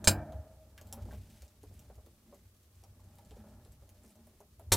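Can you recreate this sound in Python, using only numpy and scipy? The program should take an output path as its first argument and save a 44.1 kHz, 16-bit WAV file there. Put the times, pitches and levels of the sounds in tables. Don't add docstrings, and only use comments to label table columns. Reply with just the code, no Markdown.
import sys
import numpy as np
from scipy import signal
from scipy.fft import rfft, irfft
from scipy.io import wavfile

SR = 44100
rng = np.random.default_rng(int(sys.argv[2]) if len(sys.argv) > 2 else 0)


def natural_amplitude(level_db):
    exponent = np.asarray(level_db, float) / 20
    return 10 ** exponent


def output_pcm(signal):
    pcm = np.clip(np.atleast_2d(signal).T, -1, 1) * 32767
    wavfile.write(sys.argv[1], SR, np.round(pcm).astype(np.int16))


N = 210254

# start_s, crack_db, knock_db, boom_db, fade_ms
SNAP_HITS = [(0.043, -25, -41.5, -45.5, 1.7), (0.0733, -4.5, -24.5, -31.5, 2.2),
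             (0.0746, -5, -21, -23, 1.4), (0.0802, -15.5, -26.5, -30.5, 3.9),
             (4.7195, -12.5, -29.5, -29.5, 1.5), (4.7218, -5.5, -26.5, -32.5, 1.7),
             (4.7272, -27, -27, -33.5, 0.77), (4.7325, -10, -34.5, -44, 0.354)]
# frequency_hz, level_db
CRACK_COLOUR = [(300, -19), (700, 0), (1900, -16.5), (3200, -2), (4600, 4), (6800, 1), (8800, 5.5),
                (10500, -5.5), (15000, -10), (17000, -6.5)]
# pitch_hz, level_db, time_to_fall_60_db_s
JAW_MODES = [(2374, -8.5, 0.069), (3893, -15.5, 0.093), (4800, -14.5, 0.13), (6000, -13, 0.033),
             (6350, -3, 0.087), (7460, 0.5, 0.1), (8700, -20, 0.087), (9840, -5.5, 0.052),
             (9730, -11.5, 0.093), (10400, -13.5, 0.053), (13610, -13.5, 0.077), (12810, -13, 0.086)]
# pitch_hz, level_db, time_to_fall_60_db_s
PANEL_MODES = [(60.4, -17.5, 0.38), (95.9, 2.5, 0.31), (145.53, -19, 0.89), (190, -7.5, 0.058),
               (205.5, -6, 0.31), (230.4, -8.5, 0.25), (297.7, -13, 0.72), (336.2, -14, .5),
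               (463.4, -36, 0.26), (542, -38, 1.6), (620.6, -30, 0.27), (634.5, -20, 1.4), (669, -26.5, 1),
               (649.8, -30, 0.47), (710.7, -30, 0.94), (831, -25.5, 0.5), (926, -28, 0.5),
               (920, -31.5, 0.51), (1109, -21.5, 0.11), (1256.7, -33.5, 0.24), (1282, -33.5, 0.24),
               (1562, -27, 0.47), (1599, -33.5, 0.49), (1570, -29.5, .35), (1791, -30.5, .45),
               (1820, -28.5, .45), (2329, -30, 0.35)]
# frequency_hz, time_to_fall_60_db_s
CAVITY_DECAY = [(100, 0.14), (300, 0.26), (650, 0.19), (1100, 0.22), (1700, 0.1), (2300, 0.14), (3200, 0.1),
                (5000, .095), (8000, 0.067), (14000, 0.14)]
# start_s, level_db, pitch_hz
TICK_HITS = [(0.323, -50.5, 3070), (0.7786, -43, 3530), (0.8131, -45, 5140), (0.8711, -53, 8540),
             (0.9263, -32, 8400), (1.054, -54.5, 4010), (1.301, -59, 5560), (1.4213, -46.5, 3530),
             (1.48, -57.5, 5500), (1.6323, -54.5, 7760), (1.74, -59, 8000), (1.793, -47.5, 5930),
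             (1.955, -57, 11000), (2.0621, -50.5, 3500), (2.345, -58, 11000), (2.755, -62, 9000),
             (2.8378, -50, 4420), (3.155, -57.5, 12000), (3.1853, -52, 2346), (3.3092, -53, 3940),
             (3.439, -63.5, 5000), (3.65, -55, 6000), (3.721, -56.5, 7000), (3.892, -52.5, 7790),
             (4.155, -60, 8000), (4.2701, -57.5, 11500), (4.4042, -54.5, 7300), (4.5954, -55, 10400)]
# start_s, length_s, slips_per_s, level_db, pitch_hz
CREAK_RUNS = [(1.108, .05, 150, -53, 2500), (4.035, .09, 70, -59, 7500)]
# start_s, level_db, pitch_hz
KNOCK_HITS = [(0.324, -57, 635), (0.7786, -66, 1674), (0.8126, -63.5, 610.5), (0.925, -57.5, 779),
              (0.9696, -57.5, 576.3), (1.054, -62.5, 507.6), (1.085, -60, 593.5), (1.1083, -65, 1594),
              (1.126, -57.5, 610.1), (1.422, -68, 571.5), (1.6323, -59, 422.7), (1.71, -71.5, 578),
              (1.8973, -60.5, 575.3), (1.9784, -66, 619), (2.0636, -64.5, 343), (2.3254, -58.5, 573.2),
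              (2.8376, -68, 788), (2.9939, -74.5, 860), (3.1852, -66, 825.6), (3.3089, -62, 433),
              (3.3666, -61, 407.3), (3.4394, -66.5, 578.5), (3.6558, -69, 498), (3.8198, -70, 573),
              (4.0408, -68.5, 387), (4.1544, -74.5, 594), (4.269, -68, 613.4), (4.4031, -61.5, 600.3),
              (4.5941, -61, 588)]
# peak_s, boom_db
SHOVE_PEAKS = [(.19, -33.5), (.29, -45), (.35, -41), (.4, -43.5), (1.03, -36.5), (1.169, -44.5),
               (1.431, -51), (1.789, -46.5), (1.98, -49.5), (2.11, -56.5), (2.47, -54.5), (2.76, -57),
               (2.908, -50), (3.021, -52), (3.33, -63.5), (3.679, -62), (4.67, -49), (4.72, -36.5)]
# time_s, boom_db
LEAN_CURVE = [(0.0, -52), (0.29, -52.5), (0.4, -64), (0.61, -59.5), (0.77, -61.5), (1.11, -44.5),
              (1.5, -68.5), (1.71, -52.5), (1.84, -57), (1.92, -57.5), (2.08, -63), (2.68, -66.5),
              (2.96, -60), (3.65, -54), (3.95, -64.5), (4.25, -63.5), (4.54, -63), (4.7, -56.5)]
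# time_s, drag_db, scuff_db
RUB_CURVE = [(0.0, -49.5, -62), (0.16, -53.5, -43.5), (0.25, -56, -55.5), (0.38, -64.5, -63),
             (0.6, -78, -72.5), (0.82, -65, -69.5), (0.99, -56.5, -60), (1.12, -59, -75.5),
             (1.44, -72, -71.5), (1.67, -75.5, -86), (1.83, -66, -69.5), (2.11, -78, -80),
             (2.32, -64.5, -77.5), (2.51, -76.5, -85.5), (2.77, -77, -80.5), (3.23, -70, -72),
             (3.36, -59.5, -67), (3.48, -59, -64), (3.82, -75, -76.5), (4.21, -63.5, -73.5),
             (4.48, -79, -90.5), (4.7, -74, -75.5)]
# pitch_hz, width_hz, level_db
BOOM_MODES = [(33.2, 87, -5.5), (65, 23, -4), (91.11, 6.4, -6.5), (218.2, 38, -2.5), (318, 47, -11),
              (474, 170, -13.5), (589.3, 58, -13.5), (784, 110, -14), (1226.9, 240, -20), (1679, 67, -26)]
# time_s, level_db
WIRE_CURVE = [(0, -75.5), (.7, -79), (.84, -72), (.9, -71), (.98, -68.5), (1.07, -71), (1.14, -73.5),
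              (1.2, -71.5), (1.31, -68), (1.5, -72), (1.56, -78.5), (1.76, -69.5), (1.86, -75.5),
              (2.7, -77.5), (3.2, -76), (3.35, -72), (3.7, -76.5), (3.85, -74.5), (4.0, -76.5), (4.08, -75),
              (4.2, -75), (4.7, -78.5)]
# frequency_hz, level_db
RUSTLE_COLOUR = [(1500, -0.5), (3000, -0.5), (6000, -1.5), (10000, -4), (15000, -6.5)]
# frequency_hz, level_db
SHARED_HISS_COLOUR = [(180, -28.5), (300, -3), (398, -3), (946, -17), (1120, -9), (1580, -21), (13500, -16),
                      (16000, -18)]
# frequency_hz, level_db
APART_HISS_COLOUR = [(18, -22.5), (30, -4.5), (760, -9.5), (889, -7.5), (1010, -9.5), (7470, -8.5),
                     (16000, -9)]


def snaps(air):
    crack, knock, boom, coil = np.zeros((4, N))
    grains = rng.standard_normal((len(SNAP_HITS), 600))
    for (s, crack_db, knock_db, boom_db, fade_ms), grain in zip(SNAP_HITS, grains):
        add(crack, natural_amplitude(crack_db) * burst(fade_ms, grain), s)
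        add(knock, natural_amplitude(knock_db) * np.hanning(8), s)
        add(boom, natural_amplitude(boom_db) * np.hanning(60) / 30, s)
        add(coil, natural_amplitude(knock_db - 13.5) * np.hanning(8), s)

    hz = np.maximum(np.fft.rfftfreq(len(air), 1 / SR), 1)
    shape = irfft(natural_amplitude(at_hz(CRACK_COLOUR, hz)), len(air))
    colour = np.roll(shape, 32)[:64] * np.hanning(64)
    echoes = signal.fftconvolve(crack, np.convolve(air, colour))
    bright = natural_amplitude(12.5) * echoes[32:N + 32]
    steel = natural_amplitude(-21) * rings(crack, JAW_MODES)

    dull = signal.sosfilt(signal.butter(2, [150, 2400], "band", fs=SR, output="sos"), knock)
    dull_direct = natural_amplitude(13) * dull
    dull_echo = natural_amplitude(12.5) * signal.fftconvolve(dull, air)[:N]
    return bright + steel + panels(boom, coil) + dull_direct + dull_echo


def panels(boom, coil):
    lower = rings(boom, [mode for mode in PANEL_MODES if mode[0] < 400])
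    neighbours = [(hz * (1 + 0.024 * offset), db, t60)
                  for hz, db, t60 in PANEL_MODES if hz > 400
                  for offset in rng.uniform(-1, 1, 8)]
    return lower + natural_amplitude(-7) * rings(coil, neighbours)


def cavity(rise_ms, direct_db):
    t = np.arange(SR // 2) / SR
    edges = 80 * 2 ** (np.arange(24) / 3)
    white = rng.standard_normal((2, len(t)))
    out = np.zeros(len(t))
    for k, (low, high) in enumerate(zip(edges, edges[1:])):
        t60 = at_hz(CAVITY_DECAY, np.sqrt(low * high))
        dying = white[k % 2] * natural_amplitude(-60 * t / t60) * (1 - np.exp(-1000 * t / rise_ms))
        out += signal.sosfilt(signal.butter(2, [low, high], "band", fs=SR, output="sos"), dying)
    out /= np.sqrt(np.sum(out ** 2))
    out[0] += natural_amplitude(direct_db)
    return out


def touches(air):
    bright = signal.sosfilt(signal.butter(2, 1300, "high", fs=SR, output="sos"), ticks())
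    echo = natural_amplitude(13.5) * signal.fftconvolve(bright, air)[:N]
    return echo + natural_amplitude(7.5) * bright + natural_amplitude(3) * knocks()


def ticks():
    out = np.zeros(N)
    for s, db, hz in [*TICK_HITS, *creaks(), *faint(-63, low_hz=2500, high_hz=9000)]:
        hard = burst(0.63, rng.standard_normal(6000))
        add(out, natural_amplitude(db) * (0.47 * hard + resonance(hard, hz, 0.95 * hz)), s)
    return out


def creaks():
    return [(s + (k + rng.uniform(-0.11, 0.2)) / rate, db + rng.normal(0, 1.9), hz)
            for s, length, rate, db, hz in CREAK_RUNS
            for k in range(int(length * rate) + 1)]


def knocks():
    t60, rise_ms = 0.13, 1.5
    t = np.arange(6000) / SR
    click = 1.0 * (t == 0)
    out = np.zeros(N)
    for s, db, hz in [*KNOCK_HITS, *faint(-76, low_hz=403.2, high_hz=739.7)]:
        blow = rings(click, [(hz, 0, t60), (0.69 * hz, -5, 1.34 * t60), (1.1 * hz, -5, 0.5 * t60)])
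        buzz = resonance(rng.standard_normal(len(t)), 0.902 * hz, 262)
        rattle = resonance(buzz, 1.088 * hz, 590) * natural_amplitude(-60 * t / t60)
        hollow = (blow + natural_amplitude(19.5) * rattle) * (1 - np.exp(-1000 * t / rise_ms))
        add(out, natural_amplitude(db) * hollow / np.sqrt(np.mean(hollow[:900] ** 2)), s)
    return out


def faint(db, low_hz, high_hz):
    u = rng.random((40, 3))
    starts = np.cumsum(-np.log(1 - u[:, 0]) / 3.0)
    levels = db + 8 * (u[:, 1] - 0.5)
    pitches = low_hz * (high_hz / low_hz) ** u[:, 2]
    return [row for row in zip(starts, levels, pitches) if row[0] < N / SR]


def hands():
    (lean_db,), (drag_db, scuff_db) = in_time(LEAN_CURVE), in_time(RUB_CURVE)
    lumps_db = [1.0 * drift(9), 1.5 * drift(14)]
    slow_push, quick_push = rng.standard_normal((2, N)) * natural_amplitude(lumps_db)
    lean = natural_amplitude(lean_db) * boom_modes(slow_push, 0, 150)
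    shove = resonance(shoves() * boom_modes(slow_push, 50, 150), 84.8, 66)
    drag = natural_amplitude(drag_db) * boom_modes(quick_push, 150, 400)
    scuff = natural_amplitude(scuff_db) * boom_modes(quick_push, 400, 5000)
    return lean + shove + drag + scuff + rustle()


def boom_modes(force, low_hz, high_hz):
    out = 0
    for hz, width, db in BOOM_MODES:
        if low_hz < hz < high_hz:
            band = resonance(resonance(force, hz, width), hz, 2 * width)
            out = out + natural_amplitude(db) * band / np.sqrt(width)
    return rms_one(out)


def shoves():
    rise, fall = 500, 357.5
    t = np.arange(N) / SR
    return sum(natural_amplitude(db - np.maximum((s - t) * rise, (t - s) * fall)) for s, db in SHOVE_PEAKS)


def rustle():
    (level_db,) = in_time(WIRE_CURVE)
    slips = rng.random(N) < 900 * natural_amplitude(1.5 * drift(15)) / SR
    tails = signal.lfilter([1], [1, -natural_amplitude(-60 / (0.06 * SR))], slips + 1e-9)
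    scratch = coloured(tails * rng.standard_normal(N), [(700, -25), *RUSTLE_COLOUR])
    return natural_amplitude(level_db) * scratch


def hiss():
    shared, apart = rng.standard_normal((2, N))
    shared = natural_amplitude(-73.5) * coloured(shared, SHARED_HISS_COLOUR)
    apart = natural_amplitude(-73.5) * coloured(apart, APART_HISS_COLOUR)
    return shared + apart * [[1], [-1]]


def burst(ms, grains):
    x = grains * np.exp(-np.arange(len(grains)) * 1000 / SR / max(ms, 0.1))
    return x / np.sqrt(np.sum(x ** 2))


def rings(x, modes):
    out = 0
    for hz, db, t60 in modes:
        r, w = natural_amplitude(-60 / (t60 * SR)), 2 * np.pi * hz / SR
        out = out + signal.lfilter([0, natural_amplitude(db) * np.sin(w)], [1, -2 * r * np.cos(w), r * r], x + 1e-18)
    return out


def resonance(x, hz, width_hz):
    r = np.exp(-np.pi * width_hz / SR)
    poles = [1, -2 * r * np.cos(2 * np.pi * hz / SR), r * r]
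    return signal.lfilter([(1 - r * r) / 2, 0, (r * r - 1) / 2], poles, x + 1e-18)


def coloured(x, spectrum):
    hz = np.maximum(np.fft.rfftfreq(len(x), 1 / SR), 1)
    return rms_one(irfft(rfft(x) * natural_amplitude(at_hz(spectrum, hz)), len(x)))


def drift(rate_hz):
    r = np.exp(-2 * np.pi * rate_hz / SR)
    noise = rng.standard_normal(N + SR)
    return rms_one(signal.lfilter([1], [1, -2 * r, r * r], noise)[SR:])


def rms_one(x):
    return x / np.sqrt(np.mean(x ** 2) + 1e-20)


def at_hz(points, hz):
    points = np.array(points)
    return np.interp(np.log(hz), np.log(points[:, 0]), points[:, 1])


def in_time(rows):
    s, *columns = np.transpose(rows)
    return [np.interp(np.arange(N) / SR, s, column) for column in columns]


def add(out, x, s):
    at = round(s * SR)
    out[at:at + len(x)] += x[:N - at]


def scene():
    air = cavity(rise_ms=0.76, direct_db=-5.5)
    return np.tile(snaps(air) + touches(air) + hands(), (2, 1))


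def roll_off(x):
    return signal.sosfilt(signal.butter(12, 16660, fs=SR, output="sos"), x)


def record(dry):
    noisy = dry + hiss()
    mix = signal.sosfilt(signal.cheby2(10, 60, 16900, fs=SR, output="sos"), noisy)
    return roll_off(mix)


dry = scene()
out = record(dry)
output_pcm(out)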